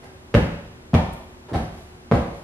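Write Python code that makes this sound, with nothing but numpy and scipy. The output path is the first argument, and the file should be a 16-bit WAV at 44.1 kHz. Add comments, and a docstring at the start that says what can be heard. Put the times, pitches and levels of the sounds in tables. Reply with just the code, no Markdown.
"""Bare, echoing living room: a hand strikes sofa cushions four times; the third blow only glances off.
Each blow is a slap on the cover (damped resonances and a snap), a pop of trapped air, and a thump
whose pitch sinks as the padding gives. Filtered noise makes the rustling cloth and filling; the sofa
knocks hollowly. Ceiling and walls answer by convolution over quiet ventilation noise and fan tones."""
import sys
import numpy as np
from scipy import signal
from scipy.fft import rfft, irfft
from scipy.io import wavfile

SR = 44100
rng = np.random.default_rng(int(sys.argv[2]) if len(sys.argv) > 2 else 0)


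def transcribe(signal):
    """Save signal, clipped to [-1, 1], as a 16-bit WAV file at the path in sys.argv[1]."""
    frames = np.atleast_2d(signal).T
    limited = np.clip(frames, -1, 1)
    pcm = np.round(limited * 32767).astype(np.int16)
    wavfile.write(sys.argv[1], SR, pcm)


N = 107207
TIME = np.arange(N) / SR  # s
FREQS = np.maximum(np.arange(N // 2 + 1) * SR / N, 1)  # Hz, kept above zero for logarithms

# Ventilation noise, relative spectral density: [f/Hz, level/dB per Hz]
AIR_SPECTRUM = [(15, -21), (25, 3.5), (53, -6), (80, -1.5), (141, -1.5), (169, -5.5), (231, -6.5),
                (278, -7.5), (370, -8), (420, -10.5), (712, -13.5), (1330, -20.5), (5000, -34),
                (13000, -40.5)]
# Fan tones: [f at t=0/Hz, rms level/dB, rms wander/Hz]
FAN_TONES = [(76, -52.5, 3.5), (246, -59, 3.65), (378.3, -54.5, 0.93)]
AIR_DB, AIR_SIDE_DB = -47, 3  # rms of the mid signal; extra width beyond that of the room
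FAN_SLOWING_PER_S = 0.02  # share of the initial speed lost each second

# Strokes of cloth and filling: [t/s, rise/s, decay/s, level/dB, treble tilt/dB per octave,
# cover resonance f/Hz, its lift/dB, its width/octaves]
RUSTLES = [(0.005, 0.037, 0.02, -50, 3, 1660, 1.5, 0.4), (0.344, 0.012, 0.019, -20.5, -1.5, 1800, 7, 0.25),
           (0.938, 0.0042, 0.011, -21, -0.46, 2580, 5.5, 0.45),
           (0.949, 0.011, 0.034, -27, -2, 870, 9, 0.28), (1.483, 0.0052, 0.022, -43.5, 1.5, 890, 5, .25),
           (1.529, 0.0088, 0.035, -28, 0.93, 710, 6.5, 0.1), (1.68, 0.08, 0.07, -59, 6, 900, 0, .3),
           (2.119, 0.0075, 0.048, -24, -0.5, 703, 5.5, 0.5), (2.29, 0.058, .1, -59.5, 5, 900, -3, .3)]
# Basic colour of the cloth, relative spectral density: [f/Hz, level/dB per Hz]
CLOTH_SPECTRUM = [(20, -40), (70, -20), (250, -2), (340, 6.5), (480, 5.5), (750, -1), (1300, -9),
                  (2200, -15.5), (4500, -24.5), (8000, -37), (11500, -38), (13500, -49)]
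CREASE_HZ, CREASE_DB = 151, 2  # rate at which folds catch and slip; rms unevenness of level

# Reverberation by frequency: [f/Hz, level/dB, t60/s, side against mid/dB]
ROOM = [(49.5, -1, 0.83, -30), (122, -14, 1, -19), (233, -2, 0.24, -10.5), (487, 5.5, 0.62, -9),
        (1010, 7, 0.69, -1.5), (2320, 9, 0.76, 3), (4600, 7, 0.83, 4), (13000, 12.5, 0.68, 3)]
# Low modes of the room: [f/Hz, level/dB, t60/s]
ROOM_MODES = [(75.9, -70, 0.88), (116.3, -56, 0.24), (169.5, -53, 0.44), (189, -62.5, 0.48),
              (230.6, -71.5, 0.86), (464, -71, 0.25), (575, -60, 0.39), (890, -58, 0.87)]
BUILD_S = 0.0047  # build-up of the diffuse field
EARLY_DB, EARLY_DECAY_S = -2.5, 0.017  # additional early energy

# Clicks of the clothing: [t/s, level/dB, centre f/Hz, bandwidth/Hz]
TICKS = [(0.0425, -50.5, 6400, 8000), (1.127, -49, 10000, 4000), (1.1336, -42, 10200, 4500)]
TICK_DECAY_S, TICK_WET_DB = 0.002, -8.5

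# Contacts of fingers and palm: [t/s, level/dB, f/Hz, damping ratio, air pop f/Hz, air pop level/dB,
# cover snap level/dB]; contact and pop levels are before the band limits below
SLAPS = [(0.3400, -20, 700, 0.9, 383, -13.5, -20), (0.3426, 0.5, 1780, 0.37, 554, -11.5, -5),
         (0.9339, -15.5, 680, 0.12, 340, -15.5, -21), (0.9417, -7, 880, 0.45, 435, -19, -7.5),
         (1.5163, -27, 600, 0.5, 310, -20, -36), (1.5405, -24, 850, 1, 690, -22.5, -22.5),
         (1.5515, -21, 860, 0.4, 744, -23.5, -19.5), (2.1140, -4, 850, 0.43, 565, -13, -14)]
# Snap of the cover, relative spectrum: [f/Hz, level/dB per Hz]
SNAP_SPECTRUM = [(300, -47), (1500, 2.5), (2600, 1.5), (3600, -4), (6000, -13.5), (9000, -25.5),
                 (13000, -27)]
SLAP_LOW_HZ, SLAP_TOP_HZ = 117, 2370  # band limits of contact and air pop
POP_DECAY_S, SNAP_DECAY_S = 0.0024, 0.000654

# Thumps of the cushion: [t/s, level/dB, start f/Hz, rise/s, decay/s, rumble level/dB]
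THUMPS = [(0.342, -10.5, 198.5, 0.0084, 0.036, -14), (0.9333, -7.5, 191.8, 0.0026, 0.033, -17),
          (1.5139, -24.5, 174, 0.046, 0.028, -23.5), (2.113, -9, 222.4, 0.0055, 0.028, -17)]
# Rumble of the padding, relative spectral density: [f/Hz, level/dB per Hz]
PADDING_SPECTRUM = [(22, -7), (34, -7.5), (55, -1.5), (85, 0), (130, -0.5), (180, 0), (250, -0.5),
                    (320, -11.5), (600, -62.5)]
THUMP_END_HZ, THUMP_SAG_S = 56.6, 0.0306  # limiting pitch and time constant of its fall
THUMP_WOBBLE, WOBBLE_HZ = 0.23, 124  # uneven give: rms share of the pitch, and its bandwidth
PADDING_DECAY_S, THUMP_WET_DB = 0.072, -4.5

# First reflections: [delay t/s, level/dB, lag of right behind left t/s]
REFLECTIONS = [(.0070, 2.5, .00008), (.0088, -3, -.00012)]

# Hollow knocks of the sofa: [t/s, level/dB, f/Hz, decay/s]
KNOCKS = [(0.3495, -13.5, 575, 0.022), (1.5515, -26, 763, 0.019), (1.5519, -19.5, 324, 0.019),
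          (2.1210, -16, 493, 0.014), (2.1210, -20, 682, .008)]
KNOCK_WET_DB = -12

LOW_CUT_HZ, TREBLE_HZ, TOP_HZ = 35, 12700, 13800  # band limits of the output


def undb(db):
    """Amplitude ratio: 20 dB correspond to a factor of ten."""
    return 10 ** (np.asarray(db) / 20)


def along(table, hz, column=1):
    """Interpolation on a logarithmic frequency axis."""
    table = np.array(table)
    return np.interp(np.log(hz), np.log(table[:, 0]), table[:, column])


def noise(db):
    """Spectral shaping of white noise, normalised to rms 1."""
    x = irfft(rfft(rng.standard_normal(N)) * undb(db), N)
    return x / x.std()


def swell(start, rise, decay):
    """Transient envelope: a sine-squared rise followed by exponential decay."""
    age = np.maximum(TIME - start, 0)
    attack = np.sin(np.pi / 2 * np.minimum(age / rise, 1)) ** 2
    return attack * np.exp(-np.maximum(age - rise, 0) / decay)


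def ring(start, hz, decay):
    """Impulse response of a resonance: an exponentially damped sine."""
    age = np.maximum(TIME - start, 0)
    return np.sin(2 * np.pi * hz * age) * np.exp(-age / decay)


def stereo(mid, side):
    """Sum and difference: left is mid plus side, right is mid minus side."""
    return np.array([mid + side, mid - side])


def through(x, response):
    """Linear superposition: convolution of a source with a two-channel impulse response."""
    return signal.fftconvolve(x[None], response, axes=1)[:, :N]


def cut(x, hz, kind, order):
    """Butterworth low-pass or high-pass filtering: a maximally flat passband."""
    return signal.sosfilt(signal.butter(order, hz, kind, fs=SR, output="sos"), x)


def ventilation():
    """Broadband flow noise, with frequency-modulated fan tones that waver and slowly sink."""
    colour = along(AIR_SPECTRUM, FREQS)
    width = undb(along(ROOM, FREQS, column=3) + AIR_SIDE_DB)
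    mid = noise(colour)
    side = irfft(rfft(noise(colour)) * width, N)
    out = undb(AIR_DB) * stereo(mid, side)
    for hz, db, wander_hz in FAN_TONES:
        wander = wander_hz * noise(-20 * np.log10(1 + (FREQS / 5) ** 2))  # slow, below about 5 Hz
        pitch = hz * (1 - FAN_SLOWING_PER_S * TIME) + wander
        tone = np.sqrt(2) * np.sin(2 * np.pi * np.cumsum(pitch) / SR)
        out = out + undb(db) * tone
    return out


def rustles():
    """Friction noise: strokes coloured by cover resonances, modulated as folds catch and slip."""
    octaves, out = np.log2(FREQS / 1000), np.zeros(N)
    for start, rise, decay, db, tilt, hz, lift_db, width in RUSTLES:
        hollow = lift_db * np.exp(-.5 * (np.log2(FREQS / hz) / width) ** 2)
        cloth = noise(along(CLOTH_SPECTRUM, FREQS) + tilt * octaves + hollow)
        out += undb(db) * swell(start, rise, decay) * cloth
    catches_db = CREASE_DB * noise(-20 * np.log10(1 + (FREQS / CREASE_HZ) ** 2))
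    return out * undb(catches_db)


def reverberation():
    """Diffuse-field decay by band, narrow in the bass and wide in the treble, plus room modes."""
    centres = 2 ** np.arange(5, 14.5, .5)  # half-octave bands
    out = np.zeros((2, N))
    early = 1 + undb(EARLY_DB) * np.exp(-TIME / EARLY_DECAY_S)
    onset = np.minimum(TIME / BUILD_S, 1) ** 2 * early
    for hz, weights in zip(centres, np.eye(len(centres))):
        band = np.sqrt(np.interp(np.log(FREQS), np.log(centres), weights))
        spectra = rfft(rng.standard_normal((2, N)))
        decay = np.exp(-np.log(1000) * TIME / along(ROOM, hz, column=2))  # 60 dB in t60
        tail = irfft(spectra * band, N) * onset * decay
        # energy in proportion to the width of the band
        mid, side = tail * np.sqrt(np.mean(band ** 2) / np.sum(tail ** 2, axis=1, keepdims=True))
        width = undb(along(ROOM, hz, column=3))
        out = out + undb(along(ROOM, hz)) * stereo(mid, width * side) / np.hypot(1, width)
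    modes = sum(undb(db) * ring(0, hz, t60 / np.log(1000)) for hz, db, t60 in ROOM_MODES)
    return out + modes


def ticks():
    """Brief excitation of a broad resonance: tiny bright clicks of the clothing."""
    out = np.zeros(N)
    for start, db, hz, width_hz in TICKS:
        bright = noise(-10 * np.log10(1 + ((FREQS - hz ** 2 / FREQS) / width_hz) ** 2))
        out += undb(db) * bright * swell(start, TICK_DECAY_S / 2, TICK_DECAY_S)
    return out


def snap(start):
    """Phase dispersion: the weave smears a unit-energy click over a millisecond or two."""
    burst = rng.standard_normal(N) * swell(start, SNAP_DECAY_S / 2, SNAP_DECAY_S)
    phase = np.angle(rfft(burst))
    x = irfft(undb(along(SNAP_SPECTRUM, FREQS)) * np.exp(1j * phase), N)
    return x / np.linalg.norm(x)


def slaps():
    """Impact excitation: a damped contact pulse, a pop of trapped air and a thin snap of the cover."""
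    dull, snaps = np.zeros(N), np.zeros(N)
    for start, db, hz, damping, pop_hz, pop_db, snap_db in SLAPS:
        dull += undb(db) * ring(start, hz, 1 / (2 * np.pi * hz * damping))
        dull += undb(pop_db) * ring(start, pop_hz, POP_DECAY_S)
        snaps += undb(snap_db) * snap(start)
    dull = cut(dull, SLAP_TOP_HZ, "low", order=3)
    return cut(dull, SLAP_LOW_HZ, "high", order=2) + snaps


def thumps():
    """Falling-frequency oscillation: the cushion slows unevenly as it gives, and its padding rumbles."""
    out, rumble = np.zeros(N), noise(along(PADDING_SPECTRUM, FREQS))
    wobble = 1 + THUMP_WOBBLE * noise(-10 * np.log10(1 + (FREQS / WOBBLE_HZ) ** 4))
    for start, db, hz, rise, decay, rumble_db in THUMPS:
        sag = np.exp(-np.maximum(TIME - start, 0) / THUMP_SAG_S)
        pitch = THUMP_END_HZ + (hz - THUMP_END_HZ) * sag
        turns = np.cumsum(pitch * wobble * (TIME > start)) / SR
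        out += undb(db) * np.sin(2 * np.pi * turns) * swell(start, rise, decay)
        out += undb(rumble_db) * rumble * swell(start, rise, PADDING_DECAY_S)
    return out


def reflections():
    """Specular reflection: direct sound and delayed returns from ceiling and wall."""
    out = np.zeros((2, N))
    out[:, 0] = 1  # direct sound
    for delay, db, lag in REFLECTIONS:
        for ear, late in enumerate((delay - lag / 2, delay + lag / 2)):
            out[ear] += undb(db) * np.sinc((TIME - late) * SR)  # delay by fractions of a sample
    return out


def knocks():
    """Modal response: the sofa gives a short hollow note that depends on where the hand lands."""
    return sum(undb(db) * ring(start, hz, decay) for start, db, hz, decay in KNOCKS)


def scene():
    """Superposition of sources, with separate diffuse responses for hand and cloth."""
    hand_tail, cloth_tail = reverberation(), reverberation()
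    direct = TIME == 0  # unit impulse
    return (ventilation()
            + through(rustles(), direct + cloth_tail)
            + through(ticks(), direct + undb(TICK_WET_DB) * cloth_tail)
            + through(slaps(), reflections() + hand_tail)
            + through(thumps(), direct + undb(THUMP_WET_DB) * hand_tail)
            + through(knocks(), direct + undb(KNOCK_WET_DB) * hand_tail))


def record(dry):
    """Band limitation and saturation: deepest bass and top removed, highest peaks rounded."""
    x = cut(dry, LOW_CUT_HZ, "high", order=2)
    x = cut(x, TREBLE_HZ, "low", order=6)
    rounded = x / (1 + x ** 4) ** (1 / 4)
    steep = signal.ellip(8, .2, 70, TOP_HZ, fs=SR, output="sos")  # 0.2 dB ripple, 70 dB rejection
    return signal.sosfilt(steep, rounded)


dry = scene()
out = record(dry)
transcribe(out)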